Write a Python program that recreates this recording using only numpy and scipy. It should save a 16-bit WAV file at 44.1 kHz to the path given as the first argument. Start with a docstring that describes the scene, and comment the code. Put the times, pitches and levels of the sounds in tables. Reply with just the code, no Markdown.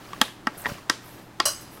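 """A faint wet rustle, then dull knocks: a hand turns shredded cabbage and batter in a steel bowl.
The held bowl bumps the kitchen counter, a low thump under a short, damped ring of steel.
Between knocks the shreds slide, air fizzes, wet fingers squeak, and a chirpy pop meets a soft bump.
Once something hard, probably a finger ring, clinks on the rim and sets it shimmering.
It all sits in the reverb of a small room, over a bed of low noise and mains hum."""
import sys
import numpy as np
from scipy import signal
from scipy.fft import rfft, irfft
from scipy.io import wavfile

SR = 44100
rng = np.random.default_rng(int(sys.argv[2]) if len(sys.argv) > 2 else 0)


def generate_wav(signal):
    """Clip the signal to [-1, 1] and save it as 16-bit WAV at the path in sys.argv[1]."""
    frames = np.transpose(np.atleast_2d(signal))
    scaled = np.clip(frames, -1, 1) * 32767
    pcm = np.round(scaled).astype(np.int16)
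    wavfile.write(sys.argv[1], SR, pcm)


N = 79380
T = np.arange(N) / SR

# Levels within a table are relative; each layer's gain and filters come on top.
# Spectrum of the room tone: frequency_hz, level_db
ROOM_TONE_SPECTRUM = [(40, -6), (80, -3.5), (130, -4), (180, 2.5), (230, -2), (310, 2), (450, -8),
                      (1000, -7.5), (2000, -15.5), (5000, -23.5), (15000, -33.5)]
# Spectrum of the kitchen's reverb: frequency_hz, level_db
REVERB_SPECTRUM = [(100, -16), (300, 5.5), (700, 1), (1500, 3), (15000, 4.5)]
# Swells and lulls of the wet rustle: time_s, level_db
RUSTLE_ENVELOPE = [(0, -49), (.13, -46), (.2, -46.5), (.42, -78), (.55, -48), (.63, -45), (.69, -36),
                   (.75, -43.5), (.86, -57), (1.0, -58.5), (1.05, -48.5), (1.11, -49.5), (1.2, -50.5),
                   (1.29, -71), (1.55, -48), (1.68, -52), (1.78, -52)]
# Spectrum of the sliding shreds: frequency_hz, level_db
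RUSTLE_SPECTRUM = [(150, 7.5), (500, 3.5), (1200, 0), (5000, -9.5), (9000, -16), (15000, -16.5)]
# Air fizzing out of the batter: start_s, level_db, rise_s, pitch_hz
AIR_SQUELCHES = [(0.572, -41.5, 0.016, 12300), (.683, -48, 0.0067, 11800), (1.015, -55, 0.063, 12900),
                 (1.606, -46.5, 0.0098, 11800), (1.705, -52, 0.027, 12100)]
# Wet fingers slipping on steel: start_s, level_db, pitch_hz
FINGER_SQUEAKS = [(.576, -41, 9760), (0.618, -42, 8610), (.689, -42, 5330)]
# Fingers brushing the bowl's wall: start_s, level_db, wall_hz
FINGER_TAPS = [(.1322, -27.5, 1132), (.281, -36, 1700), (.783, -38.5, 1110), (1.774, -40.5, 1280)]
# The hand pressing the bowl down: start_s, level_db
PRESS_THUDS = [(.698, -26), (0.7189, -15)]
# Modes of the free rim: pitch_hz, level_db, t60_s
RIM_MODES = [(573, -1, .19), (1136, -5, .25), (1476, -6, .17), (2853, -8, .28), (3010, -6, .19),
             (4073, -2, .23), (4840, -4, .2), (4950, -3, .33), (5674, 0.5, .27), (6420, -2, .26),
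             (7580, -9, .2), (7850, 1, .17), (8410, -3, .15), (8549, -8, .29), (9205, -2, .22),
             (9848, -6, .19), (10540, -5, .15), (11200, -8, .15), (11930, -12, .17), (12647, -3, .14)]
# Spectrum of the rim's dense, weaker modes: frequency_hz, level_db
SHIMMER_SPECTRUM = [(300, -13), (460, -17), (600, 4), (780, -4.5), (1200, 2.5), (1900, -4.5), (2400, -13),
                    (3000, 1), (3600, -18), (4200, -1.5), (6200, 1), (6900, -8.5), (8000, -1),
                    (16000, -14.5)]
# Modes of the damped bowl on the counter: pitch_hz, level_db, t60_s
BOWL_MODES = [(488, -28.5, 0.043), (661, -21, 0.04), (854, -16, 0.062), (1143, -13.5, 0.042),
              (1320, -12, 0.043), (1594, -14, 0.036), (1706, -15.5, 0.035), (1887, -10.5, 0.031),
              (2188, -21.5, 0.032), (2820, -15.5, 0.018), (3280, -14, 0.024), (3790, -19.5, 0.019),
              (4816, -17, 0.017), (5470, -10.5, 0.0062), (6290, -24, 0.0085)]
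# Spectrum of the diffuse wash after a knock: frequency_hz, level_db
WASH_SPECTRUM = [(150, 4), (500, 5.5), (900, 3), (1800, 3.5), (2400, 1), (3300, 1), (5500, -5.5),
                 (8000, -6.5), (12000, -4), (16000, -8.5)]
# Knocks on the bowl, plus a small chirpy pop and a soft bump (third and fourth rows):
# start_s, level_db, brightness_hz, thump_hz, thump_db, wall_hz, wall_db,
# node_hz, snap_hz, snap_db, snap_q, touch_lead_s
BOWL_HITS = [(0.2144, -1.5, 11300, 239, -12.5, 1267, -14.5, 1400, 3580, 5.7, 2.3, 0.0024),
             (0.4704, -7, 4230, 243, -9, 790, -23.5, 1000, 3500, -8, 1.9, 0.0011),
             (0.6579, -19, 2980, 270, -13, 1870, 12.5, 1290, 3200, 0, 2.5, 0.0089),
             (0.6646, -19, 2920, 447, -13.5, 970, -5, 1330, 4800, 9, 3.1, 0.0035),
             (0.8977, -5.5, 8100, 301, -14.5, 1002, -13, 850, 5720, 8, 1.47, 0.0034),
             (1.401, -4.3, 5400, 345, -17.5, 1058, -10.5, 1570, 4870, 8.5, 4.1, 0.0029)]

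WALL_T60_S, CRACK_T60_S = 0.042, 0.018  # shared by taps and hits


def from_db(db):
    """Decibels to gain."""
    return 10 ** (np.asarray(db) / 20)


def unit_power(x):
    """Scale to an RMS of one."""
    return x / np.sqrt(np.mean(x ** 2) + 1e-20)


def cut(x, hz, kind, order=2):
    """Butterworth low- or high-pass."""
    return signal.sosfilt(signal.butter(order, hz, kind, fs=SR, output="sos"), x + 1e-18)


def colour(x, spectrum):
    """EQ a steady sound to a spectrum, at unit power."""
    hz, db = np.transpose(spectrum)
    bins_hz = np.maximum(np.fft.rfftfreq(N, 1 / SR), 1)
    gain = from_db(np.interp(np.log(bins_hz), np.log(hz), db))
    return unit_power(irfft(rfft(x) * gain, N))


def resonate(x, hz, q):
    """A resonant band-pass."""
    return signal.lfilter(*signal.iirpeak(hz, q, fs=SR), x + 1e-18)


def noise():
    """White noise."""
    return rng.standard_normal(N)


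def decay(t60_s):
    """An exponential fade, 60 dB down after t60_s."""
    return np.exp(-np.minimum(np.log(1000) * T / t60_s, 60))


def ring(hz, t60_s):
    """One struck mode."""
    return np.sin(2 * np.pi * hz * T) * decay(t60_s)


def at(start_s, x):
    """Place a sound on the timeline."""
    return np.concatenate([np.zeros(max(int(start_s * SR), 0)), x])[:N]


def through(x, response):
    """Convolve with an impulse response scaled to unit energy."""
    return signal.fftconvolve(x, unit_power(response) / np.sqrt(N))[:N]


def room_tone(hum_hz=119.1):
    """The bed: steady low noise and mains hum."""
    hum = np.sqrt(2) * np.sin(2 * np.pi * hum_hz * T)
    return from_db(-48) * colour(noise(), ROOM_TONE_SPECTRUM) + from_db(-57) * hum


def kitchen_reverb(send, split_hz=13000, predelay_s=0.007):
    """Diffuse reflections whose treble dies sooner."""
    wash = colour(noise(), REVERB_SPECTRUM)
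    lows = cut(wash, split_hz, "low", order=1) * decay(t60_s=0.59)
    highs = cut(wash, split_hz, "high", order=1) * decay(t60_s=0.37)
    return from_db(-14.5) * at(predelay_s, through(send, lows + highs))


def wet_pops(per_s, bands=48, spread_db=3, width_hz=200):
    """Tiny wet pops of uneven size and pitch, each ringing briefly."""
    sizes = from_db(spread_db * np.minimum(rng.exponential(1, N), 4)) * rng.choice([-1, 1], N)
    pops = sizes * (rng.random(N) < per_s / SR)
    band_of_pop = rng.integers(0, bands, N)
    out = np.zeros(N)
    for band, hz in enumerate(np.linspace(400, 15600, bands)):
        out += resonate(pops * (band_of_pop == band), hz, q=hz / width_hz)
    return unit_power(out)


def spurt(froth, rise_s, hz, width_hz):
    """A quick swell of pops through a resonance: a wide one fizzes, a narrow one squeaks."""
    swell = T / rise_s * np.exp(1 - T / rise_s)
    q = hz / width_hz
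    return swell * unit_power(resonate(resonate(froth, hz, q), hz, q))


def wet_cabbage(rim):
    """Shreds slide and pop, air fizzes out, fingers squeak, and the rubbing makes the rim sing faintly."""
    sliding = colour(wet_pops(per_s=5000) + 0.87 * noise(), RUSTLE_SPECTRUM)
    out = sliding * from_db(np.interp(T, *np.transpose(RUSTLE_ENVELOPE)))
    froth = wet_pops(per_s=8000)
    for start_s, level_db, rise_s, pitch_hz in AIR_SQUELCHES:
        out += from_db(level_db) * at(start_s, spurt(froth, rise_s, pitch_hz, width_hz=6100))
    for start_s, level_db, pitch_hz in FINGER_SQUEAKS:
        out += from_db(level_db) * at(start_s, spurt(froth, rise_s=0.0032, hz=pitch_hz, width_hz=730))
    return out + from_db(-15) * through(out, rim)


def bowl_modes():
    """The damped bowl's short rings, one a row, in alternating polarity."""
    return np.array([(-1) ** k * from_db(db) * ring(hz, t60)
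                     for k, (hz, db, t60) in enumerate(BOWL_MODES)])


def finger_taps():
    """Soft taps sound the wall tone and the bowl's modes, with a small tick."""
    body = from_db(0.5) * bowl_modes().sum(axis=0)
    tick = from_db(-2) * noise() * decay(CRACK_T60_S)
    out = np.zeros(N)
    for start_s, level_db, wall_hz in FINGER_TAPS:
        out += from_db(level_db) * at(start_s, body + tick - ring(wall_hz, WALL_T60_S))
    return cut(out, 4500, "low")


def press_thuds():
    """Soft, low pushes through the bowl into the counter."""
    thud = -ring(hz=145, t60_s=0.012)
    pushes = sum(from_db(level_db) * at(start_s, thud) for start_s, level_db in PRESS_THUDS)
    return cut(pushes, 60.5, "high")


def rim_ring(mean_twin_gap_hz=68.3, flutter_depth=0.3, flutter_hz=45, stagger_s=0.0015):
    """The rim's wavering ring: the bowl is not quite round, so each mode beats with a higher twin."""
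    out = np.zeros(N)
    for k, (pitch_hz, level_db, t60_s) in enumerate(RIM_MODES):
        twin_hz = pitch_hz + mean_twin_gap_hz * (0.5 + rng.random())
        pair = ring(pitch_hz, t60_s) - from_db(-5) * ring(twin_hz, t60_s)
        flutter = 1 + flutter_depth * unit_power(cut(noise(), flutter_hz, "low"))
        out += at(rng.uniform(0, stagger_s), (-1) ** k * from_db(level_db) * pair * flutter)
    return out


def rim_clink(rim, start_s=1.4545):
    """One hard tap sets the rim ringing over a shimmer of weaker modes."""
    shimmer = from_db(-20) * colour(noise(), SHIMMER_SPECTRUM) * decay(t60_s=0.21)
    return at(start_s, from_db(-26.5) * rim + shimmer)


def bowl_hits(node_dip_db=-13.5, node_log_width=0.049, thump_rise_s=0.00073):
    """Knocks thump, ring and chatter in the damped bowl; the same layers voice the pop and the bump."""
    out = np.zeros(N)
    modes = bowl_modes()
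    modes_hz = np.array(BOWL_MODES)[:, 0]
    for (start_s, level_db, brightness_hz, thump_hz, thump_db, wall_hz, wall_db,
         node_hz, snap_hz, snap_db, snap_q, touch_lead_s) in BOWL_HITS:
        # Modes with a node at the contact stay weak.
        near_node = np.exp(-0.5 * (np.log(modes_hz / node_hz) / node_log_width) ** 2)
        body = from_db(node_dip_db * near_node) @ modes
        # The wall tone shifts from knock to knock as hand and batter move round the bowl.
        body += from_db(wall_db) * ring(wall_hz, WALL_T60_S)
        thump = from_db(thump_db) * ring(thump_hz, t60_s=0.042) * (1 - np.exp(-T / thump_rise_s))
        rattle = cut(noise() * decay(t60_s=0.024), 396, "high")
        chatter = from_db(-7.5) * through(body, rattle)
        crack = from_db(-8.5) * cut(noise() * decay(CRACK_T60_S), 1350, "high")
        wash = from_db(-28.5) * colour(noise(), WASH_SPECTRUM) * decay(t60_s=0.31)
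        hit = thump + body + chatter + crack + wash
        hit += (from_db(snap_db) - 1) * resonate(hit, snap_hz, snap_q)  # bell EQ on the treble snap
        out += from_db(level_db) * at(start_s, cut(hit, brightness_hz, "low"))
        # A soft, dull touch leads each hit; in a knock, one edge of the base lands first.
        out += from_db(level_db - 13) * at(start_s - touch_lead_s, cut(body, 1700, "low"))
    return out


def scene():
    """The mono mix of bowl, batter and room, with hits and taps kept drier than the rest."""
    rim = rim_ring()
    impacts = cut(bowl_hits() + finger_taps(), 171, "high")
    handling = rim_clink(rim) + press_thuds() + wet_cabbage(rim)
    bed = room_tone()
    reverb = kitchen_reverb(handling + from_db(-9.5) * impacts)
    return (bed + reverb + handling + impacts)[None]


def record(dry, cutoff_hz=15950):
    """Full-scale clipping and a steep top cut."""
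    top_cut = signal.ellip(10, 0.1, 80, cutoff_hz, fs=SR, output="sos")
    return signal.sosfilt(top_cut, np.clip(dry, -1, 1))


dry = scene()
out = record(dry)
generate_wav(out)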